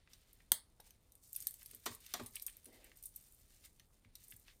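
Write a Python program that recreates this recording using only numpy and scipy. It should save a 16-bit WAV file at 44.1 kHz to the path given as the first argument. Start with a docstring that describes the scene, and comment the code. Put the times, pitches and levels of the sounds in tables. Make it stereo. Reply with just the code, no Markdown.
"""Small damped room with a low rumble: a steel watch clasp snaps shut, then gloved hands turn the watch over.
Clasp, links and table ring as decaying modes struck by rattling contacts, each with a dry crack on top.
Glove rustle is noise in uneven grains; rubber pops through short resonances and drags as narrow noise.
Two ports pick it up: nearly alike in the bass, different in the middle, one signal in the treble, right
side ahead."""
import sys
import numpy as np
from scipy import signal
from scipy.fft import rfft, irfft
from scipy.io import wavfile
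from scipy.ndimage import uniform_filter1d

SR = 44100
rng = np.random.default_rng(int(sys.argv[2]) if len(sys.argv) > 2 else 0)


def pcm_store(signal):
    """Save signal as 16-bit PCM."""
    levels = np.round(np.clip(np.atleast_2d(signal), -1, 1) * 32767)
    wavfile.write(sys.argv[1], SR, levels.astype(np.int16).T)


N = 202838

# clasp snap: time_s, dry_peak_db, rattle_ms
CLASP_SNAP = (.5186, -2.8, 1.6)
# modes of the finger-held clasp: freq_hz, level_db, t60_s
CLASP_MODES = [(220.1, -23.5, 0.023), (414, -25, 0.016), (717, -23.5, 0.013), (1010, -21, .012),
               (1350, -7.5, 0.0034), (2200, -20, 0.018), (2700, -20, 0.0034), (3190, -5.5, 0.0084),
               (4200, -18.5, 0.0056), (4800, -10.5, 0.004), (5600, -12, 0.0062), (6410, -9, 0.0097),
               (7400, -14.5, 0.0044), (8180, -1, 0.003), (9300, -1.5, 0.0094), (10080, -4.5, 0.019),
               (10620, 1.5, 0.0013), (12880, -3, 0.0049), (12770, 1, 0.005), (15200, -9, 0.0074)]
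# clear link contacts: time_s, dry_peak_db, middle_modes_rel_db, rattle_ms
LINK_CLINKS = [(0.134, -39, 25, 3), (0.3308, -42.5, -14, 1.9), (0.802, -44, 17.5, 3.6),
               (0.9067, -42, 15, 1.15), (1.1207, -44, 5.5, 1.96), (1.1533, -43.5, 5, 1.3),
               (1.3305, -30, -7, 1.7), (1.362, -21, -2, 2.4), (1.404, -28, -5, 2), (1.411, -32, -3, 1.2),
               (1.424, -29, 3.5, 4), (1.47, -14.5, 3, 0.93), (1.509, -35, 0, 1.7), (1.5408, -33, -2, 1.28),
               (1.63, -40, 7, 1.26), (1.66, -34, 3.5, 1.8), (1.712, -35.5, 4, 2.4), (1.741, -44, 10, 1.5),
               (1.748, -30, 0.5, 1.4), (1.8587, -27.5, 8, 8.6), (1.9492, -35, -15, 3.6),
               (2.064, -36.5, 12.5, 4), (2.1386, -20.5, 16, 1.98), (2.262, -33.5, 6.5, 6.6),
               (2.3568, -25, 5, 5.5), (2.3977, -33, 11.5, 1.13), (2.4232, -28, -19, 3),
               (2.465, -23, -0.5, 4.7), (2.499, -37, 4, 0.78), (2.5686, -35, -8, 1.3),
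               (2.645, -43, -2, 1.5), (2.6568, -39, 12, 3.8), (2.844, -42.5, 2, 2.9), (2.972, -42.5, 3, 3),
               (3.0267, -39, -4, 1.5), (3.037, -36, -2, 3.8), (3.0572, -30, -21, 5), (3.1612, -34, -6, 5.7),
               (3.7972, -44.5, 21.5, 2), (4.1541, -35.5, 9.5, 2.8), (4.238, -55, 5, 3),
               (4.2827, -40, -11, 4), (4.307, -39, -7, 1.6), (4.313, -37.5, -8, 1.5), (4.3644, -41, -14, 3)]
# modes of the steel links: freq_hz, level_db, t60_s
LINK_MODES = [(2580, -14, 0.0064), (4310, -9.5, 0.0099), (5050, -8, 0.0035), (6140, -8, 0.018),
              (7270, -6, 0.0021), (8185, 2.5, 0.01), (9444, 4, 0.0062), (10570, 5, 0.018),
              (11370, 4.5, 0.0025), (11920, 9, 0.019), (14200, 5, 0.0035), (14780, -11.5, 0.0039),
              (15800, -7, 0.0025)]
# gloves sliding: time_s, treble_rms_db, middle_rms_db
GLOVE_SLIDES = [(0.0, -96.5, -80), (0.128, -74.5, -74.5), (0.449, -79, -79.5), (0.739, -81, -85),
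                (0.86, -77.5, -78), (1.15, -83, -86.5), (1.301, -66, -84), (1.6, -65, -73),
                (1.979, -68, -73.5), (2.189, -60.5, -56.5), (2.305, -67, -78.5), (2.842, -72, -72.5),
                (3.111, -67, -82), (3.522, -70, -75.5), (3.85, -78.5, -89), (4.102, -81.5, -77.5),
                (4.221, -63, -72), (4.6, -78.5, -94)]
# short rubs of glove on bracelet: mid_time_s, treble_rms_db, middle_rms_db, half_width_ms
GLOVE_RUBS = [(0.868, -67.5, -73, 16), (1.246, -63.5, -96, 21), (1.401, -59.5, -69.5, 34),
              (1.35, -50, -73, 4), (1.925, -55, -62, 30), (2.266, -65, -65, 10), (2.363, -59, -62, 12.4),
              (2.423, -50.5, -92, 5.7), (3.056, -53, -94, 13), (3.162, -71, -78, 30),
              (3.658, -59, -65, 13.4), (3.827, -72, -73.5, 30), (4.316, -62.5, -73, 16.7),
              (4.489, -95, -64, 23.6)]
# sleeve scuffing the table: start_s, level_db, length_s (attack included, release excluded)
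SLEEVE_SCUFFS = [(2.653, -72.5, 0.17)]
# rubber folds popping: time_s, dry_peak_db, pitch_hz
RUBBER_POPS = [(0.074, -52, 2000), (0.402, -56, 1964), (0.798, -51.5, 654), (0.87, -56.5, 794),
               (1.6192, -49.5, 1970), (2.3418, -56, 2240), (2.3654, -36, 2450), (2.4799, -43.5, 2590),
               (2.4942, -45, 2420), (2.916, -48, 2230), (3.8009, -53, 2370), (3.905, -64.5, 758),
               (4.0478, -53.5, 2010), (4.322, -44, 2110), (4.4814, -45.5, 1980)]
# rubber dragging: mid_time_s, rms_db, pitch_hz, width_hz, gaussian_sigma_ms
RUBBER_DRAGS = [(2.685, -63.5, 360, 300, 14), (2.1, -77, 1600, 580, 10), (2.745, -72, 2000, 220, 31),
                (2.855, -66.5, 2300, 1100, 22)]
# dull knocks on the table: time_s, dry_peak_db, low_modes_rel_db, scrape_rel_db
TABLE_KNOCKS = [(1.732, -59.5, 19, 6), (1.86, -34.5, -2, 5), (2.139, -38, -4, 3.5), (2.195, -37, 0.5, -4.5)]
# modes of the table top: freq_hz, level_db, t60_s
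TABLE_MODES = [(200, -5.5, 0.051), (247, 1.5, 0.031), (344.6, 1, 0.028), (435, -2, 0.03),
               (523.5, -5.5, 0.035), (695, 1, 0.024), (896, -1, 0.0081), (1153, 4, 0.014)]
# late deep bass of the table knocks, and other soft low thumps: time_s, dry_peak_db
LOW_THUMPS = [(1.902, -55), (2.226, -51), (4.057, -61), (4.333, -60.5)]
# deep modes under a thump: freq_hz, level_db, t60_s
THUMP_MODES = [(102, -10, 0.09), (186, -1.5, 0.016)]
# room decay: freq_hz, t60_s
ROOM_DECAY = [(150, 0.24), (600, 0.26), (2000, 0.23), (6000, 0.2), (14000, 0.14)]
# room tone spectrum: freq_hz, relative_density_db
ROOM_TONE = [(20, -3), (30, 9.5), (60, 2), (105, -2.5), (170, -9), (500, -18), (1400, -24.5), (3000, -45),
             (6000, -40.5), (10000, -26.5), (14000, -41.5), (16500, -39)]
# left minus right port: freq_hz, difference_db
PORT_BALANCE = [(500, 0), (2200, 3.5), (4500, 1), (7000, 0), (9000, -0.1)]

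# dry crack of a contact: peak re ring (dB), mean delay of its pitch regions (ms)
SNAP_CRACK, CLINK_CRACK = (6.5, 0.823), (2.9, 0.64)
POP_CRACK, KNOCK_CRACK = (-1.7, 1.558), (3.4, 5.3)
POP_RATTLE_MS, KNOCK_RATTLE_MS = 3.1, 9.3
# bending waves: the bass comes late
TABLE_RISE_CYCLES, TABLE_LATE_CYCLES = 1.4, 2.24
# faint clinks: peak over the treble slide level, with a one-sided exponential scatter
FAINT_COUNT, FAINT_OVER_DB, FAINT_MEAN_SCATTER_DB = 100, 13.5, 1.5
FAINT_MIDDLE_REL_DB, FAINT_RATTLE_MS = -4, 2.7
SCUFF_ATTACK_S, SCUFF_RELEASE_S, SLEEVE_REST_DB = 0.014, 0.19, -88.5
FLUTTER_HZ, FLUTTER_DRAW_DB = 30.067, 2.5
# echo energy re dry; extra early part, re the tail at its start
CLINK_WET_DB, SNAP_WET_DB, KNOCK_WET_DB = -5, -8.5, 0
EARLY_DB, SNAP_EARLY_DB, EARLY_T60_S = 1.5, -9.5, .05
TONE_RMS_DB = -70
ALIKE_HZ, SHARED_HZ, SHARED_GAIN = 704, 8380, 1
IN_STEP_HZ, TURN_HZ, TOP_HZ = 9014, 4890, 16000


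def clasp():
    """Clasp snap: a tight crack and a brief ring reaching down into the bass."""
    out = np.zeros((2, N))
    time_s, peak_db, ms = CLASP_SNAP
    struck = ring(CLASP_MODES, 0, 0.41, size=1200, late=0.69)
    rung = signal.fftconvolve(struck, rattle(ms, 4.1, 0.18), axes=1)[:, :2048]
    add(out, time_s, cracked(rung, CLASP_MODES, 0, SNAP_CRACK), peak_db)
    return out


def links():
    """Short rattles of contacts crack and ring the damped links, differently each time."""
    out = np.zeros((2, N))
    middle = (np.transpose(LINK_MODES)[0] < 7000)[:, None]
    for time_s, peak_db, middle_db, ms in LINK_CLINKS + faint_clinks():
        extra_db = middle * middle_db
        rung = ring(LINK_MODES, extra_db, 2.5, size=1024, detune=0.043)
        contact = cracked(rung, LINK_MODES, extra_db, CLINK_CRACK)
        start_s = time_s - 0.36 * ms / 1000  # the run swells before its main contact
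        add(out, start_s, signal.fftconvolve(contact, rattle(ms, 2.7, 0.28), axes=1), peak_db)
    return out


def faint_clinks():
    """Clink rows at chance times, denser and louder where the gloves slide loudly in the treble."""
    t = np.arange(0, N / SR - .1, .001)
    slide_s, treble_db, _ = np.transpose(GLOVE_SLIDES)
    slide_db = np.interp(t, slide_s, treble_db)
    busy = np.cumsum(undb(slide_db))
    chance = rng.random((FAINT_COUNT, 2))
    when_s = np.interp(chance[:, 0], busy / busy[-1], t)
    scatter_db = -FAINT_MEAN_SCATTER_DB * np.log(1 - chance[:, 1])
    peak_db = np.interp(when_s, t, slide_db) + FAINT_OVER_DB + scatter_db
    return [(s, db, FAINT_MIDDLE_REL_DB, FAINT_RATTLE_MS) for s, db in zip(when_s, peak_db)]


def gloves():
    """Dense stick-slip grains in three bands: treble and middle follow slides and rubs, low the sleeve."""
    t = np.arange(N) / SR
    slide_s, *levels = np.transpose(GLOVE_SLIDES)
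    treble, middle = [undb(np.interp(t, slide_s, db)) ** 2 for db in levels]
    for mid_s, treble_db, middle_db, ms in GLOVE_RUBS:
        swell = np.exp(-((t - mid_s) * 1000 / ms) ** 2)
        treble = treble + undb(2 * treble_db) * swell
        middle = middle + undb(2 * middle_db) * swell
    # the grip comes and goes many times a second
    hold = int(SR / FLUTTER_HZ)
    flutter = undb(FLUTTER_DRAW_DB * smooth_steps(hold, hold))
    out = 0
    bands = [(4900, 14600, 3.8), (1640, 5050, 2), (219, 670, 1.4)]  # lo_hz, hi_hz, grain_spread_db
    for power, (lo_hz, hi_hz, spread_db) in zip([treble, middle, sleeve(t)], bands):
        # grain sizes shared by the ports, in clusters a few ms long
        size = undb(spread_db * smooth_steps(96, 48))
        grains = band(rng.standard_normal((2, N)) * size * flutter, lo_hz, hi_hz)
        out = out + np.sqrt(power) * unit(grains)
    return out


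def sleeve(t):
    """Power of the sleeve scuffs: attack, hold, release over a faint rest."""
    power = undb(2 * SLEEVE_REST_DB)
    for start_s, db, length_s in SLEEVE_SCUFFS:
        attack = (t - start_s) / SCUFF_ATTACK_S
        release = 1 + (start_s + length_s - t) / SCUFF_RELEASE_S
        power = power + (undb(db) * np.clip(np.minimum(attack, release), 0, 1)) ** 2
    return power


def creaks():
    """Stretched rubber lets go: a few pops through broad, short resonances."""
    out = np.zeros((2, N))
    for time_s, peak_db, hz in RUBBER_POPS:
        modes = [(.82 * hz, -3, .007), (hz, 0, .008), (1.25 * hz, -3, .006),
                 (1.6 * hz, -7, .005), (2.2 * hz, -10, .004)]
        pops = rattle(POP_RATTLE_MS, 2.9, 0.36)
        rung = signal.fftconvolve(ring(modes, 0, 0.23, size=600), pops, axes=1)[:, :2048]
        add(out, time_s, cracked(rung, modes, 0, POP_CRACK), peak_db)
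    return out


def drags():
    """Rubber friction: noise through one resonance for each drag."""
    t = np.arange(N) / SR
    out = 0
    for mid_s, db, hz, width_hz, ms in RUBBER_DRAGS:
        swell = np.exp(-.5 * ((t - mid_s) * 1000 / ms) ** 2)
        friction = band(rng.standard_normal((2, N)), hz - width_hz / 2, hz + width_hz / 2)
        out = out + undb(db) * swell * unit(friction)
    return out


def knocks():
    """A soft, dragging blow rings the table under a noise scrape; soft thumps ring deep modes only."""
    out = np.zeros((2, N))
    t = np.arange(3000) / SR * 1000 / KNOCK_RATTLE_MS
    low = (np.transpose(TABLE_MODES)[0] < 580)[:, None]
    for time_s, peak_db, low_db, scrape_db in TABLE_KNOCKS:
        struck = ring(TABLE_MODES, low * low_db, 1.0, size=6000,
                      cycles=TABLE_RISE_CYCLES, late=TABLE_LATE_CYCLES)
        rung = signal.fftconvolve(struck, rattle(KNOCK_RATTLE_MS, 2.2, 0.58), axes=1)[:, :8192]
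        add(out, time_s, cracked(rung, TABLE_MODES, low * low_db, KNOCK_CRACK), peak_db)
        scrape = band(rng.standard_normal((2, len(t))), 1400, 7100)
        add(out, time_s, scrape * np.minimum(t / 0.39, 1) * np.exp(-1.2 * t), peak_db + scrape_db)
    for time_s, peak_db in LOW_THUMPS:
        thump = ring(THUMP_MODES, 0, 0.73, size=9000)[:1]
        add(out, time_s, thump * np.ones((2, 1)), peak_db)  # same at both ports
    return out


def room(x, wet_db, early_db):
    """Diffuse echoes after a short gap: near table and wall first, each octave dying at its own rate."""
    t = np.arange(SR // 3) / SR
    noise = rng.standard_normal((2, len(t)))
    tail = 0
    for hz in 60 * 2. ** np.arange(9):
        octave = band(noise, hz / np.sqrt(2), hz * np.sqrt(2))
        tail = tail + octave * 1000. ** (-t / on_hz(ROOM_DECAY, hz))
    onset = np.clip((t - .001) / 0.00037, 0, 1)
    tail = tail * onset * (1 + undb(early_db) * 1000. 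** (-t / EARLY_T60_S))
    tail = tail / np.sqrt((tail ** 2).sum() / 2)
    return x + undb(wet_db) * signal.fftconvolve(x, tail, axes=1)[:, :N]


def room_tone():
    """Steady rumble with a faint hiss: noise shaped in frequency."""
    hz = np.arange(N // 2 + 1) * SR / N
    spectrum = rfft(rng.standard_normal((2, N))) * undb(on_hz(ROOM_TONE, hz)) * (hz > 15)
    return undb(TONE_RMS_DB) * unit(irfft(spectrum, N))


def ring(modes, extra_db, scatter_db, size, detune=0.0059, cycles=0.94, late=0):
    """One blow on decaying modes, weighed and tuned anew each time, with other phases at each port."""
    hz, db, t60_s = np.transpose(modes)[:, :, None]
    t = np.maximum(np.arange(size) / SR - late / hz, 0)  # late: delay in cycles
    chance = rng.standard_normal((len(modes), 2))
    phase = rng.uniform(0, 2 * np.pi, (2, len(modes), 1))
    gain = undb(db + extra_db + scatter_db * chance[:, :1])
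    rise = np.minimum(t * hz / cycles, 1)  # a soft contact lasts more cycles
    tuned_hz = hz * (1 + detune * chance[:, 1:])
    wave = np.sin(2 * np.pi * tuned_hz * t + phase)
    return (gain * rise * wave * 1000. ** (-t / t60_s)).sum(axis=1)


def rattle(ms, per_ms, bounce):
    """A main contact amid a quick run of lesser ones that swells fast and dies away on the scale ms."""
    t = np.arange(SR // 20) / SR * 1000
    hit = rng.random(len(t)) < per_ms * 1000 / SR
    touch = bounce * hit * rng.standard_normal(len(t))
    t = t / max(ms, .2)
    touch[np.searchsorted(t, .3)] = 1
    return (touch * np.minimum(t / 1.4, 1) * np.exp(-1.6 * t))[None]


def cracked(rung, modes, extra_db, crack):
    """Add a dry crack coloured broadly like the modes; each pitch region is a little late, by chance."""
    db, ms = crack
    size = rung.shape[1]
    mode_hz, mode_db, _ = np.transpose(modes)
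    colour = sorted(zip(mode_hz, mode_db + np.ravel(extra_db)))
    hz = np.arange(size // 2 + 1) * SR / size
    low_skirt = np.minimum(hz / colour[0][0], 1) ** 2
    high_skirt = np.minimum(colour[-1][0] / (hz + 1), 1) ** 2
    draws_s = rng.gamma(2, ms / 2000, (2, len(hz) // 16 + 1))
    late_s = uniform_filter1d(np.repeat(draws_s, 16, axis=1), size=16)[:, :len(hz)]
    turn = -2 * np.pi * np.cumsum(late_s, axis=1) * SR / size  # phase from group delay
    spectrum = undb(on_hz(colour, hz)) * low_skirt * high_skirt * np.exp(1j * turn)
    click = irfft(spectrum, size) * np.linspace(1, 0, size) ** 2
    return rung + click * undb(db) * np.abs(rung).max() / np.abs(click).max()


def add(track, time_s, sound, peak_db):
    """Mix a sound into the track with the given peak."""
    i = int(time_s * SR)
    sound = sound[:, :N - i]
    track[:, i:i + sound.shape[1]] += sound * undb(peak_db) / np.abs(sound).max()


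def smooth_steps(hold, size):
    """Random steps of hold samples, smoothed by a moving mean of size samples."""
    steps = np.repeat(rng.standard_normal(N // hold + 1), hold)[:N]
    return uniform_filter1d(steps, size=size)


def undb(db):
    """Decibels to amplitude."""
    return 10 ** (np.asarray(db) / 20)


def on_hz(table, hz):
    """Read a (freq_hz, value) table on a log-frequency axis."""
    f, v = np.transpose(table)
    return np.interp(np.log(np.maximum(hz, 1)), np.log(f), v)


def band(x, lo_hz, hi_hz):
    """Butterworth band-pass."""
    sos = signal.butter(2, [lo_hz, min(hi_hz, .49 * SR)], "band", fs=SR, output="sos")
    return signal.sosfilt(sos, x)


def unit(x):
    """Scale to unit rms."""
    return x / np.sqrt(np.mean(x ** 2))


def scene():
    """Clasp, handling and knocks, each with its own share of echo, over the room tone."""
    snap = room(clasp(), SNAP_WET_DB, SNAP_EARLY_DB)
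    handling = room(links() + gloves() + creaks() + drags(), CLINK_WET_DB, EARLY_DB)
    return snap + handling + room(knocks(), KNOCK_WET_DB, EARLY_DB) + room_tone()


def record(dry):
    """Bass nearly alike at both ports; left treble feeds both sides, right a little ahead; low-pass."""
    hz = np.arange(N // 2 + 1) * SR / N
    left, right = rfft(dry)
    bass_share = 0.96 / (1 + (hz / ALIKE_HZ) ** 2)
    treble_share = SHARED_GAIN / (1 + (SHARED_HZ / (hz + 1)) ** 30)
    share = np.clip(bass_share + treble_share, 0, 1)
    right = share * left + np.sqrt(1 - share ** 2) * right
    # one turn of phase per TURN_HZ, none at IN_STEP_HZ, fading out below SHARED_HZ
    turns = (hz - IN_STEP_HZ) / TURN_HZ * np.clip(hz / SHARED_HZ, 0, 1) ** 6
    lead = np.exp(2j * np.pi * turns)
    tilt = undb(on_hz(PORT_BALANCE, hz) / 2)
    ports = irfft(np.array([left * tilt, right * lead / tilt]), N)
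    return signal.sosfilt(signal.ellip(8, .2, 70, TOP_HZ, fs=SR, output="sos"), ports)


dry = scene()
out = record(dry)
pcm_store(out)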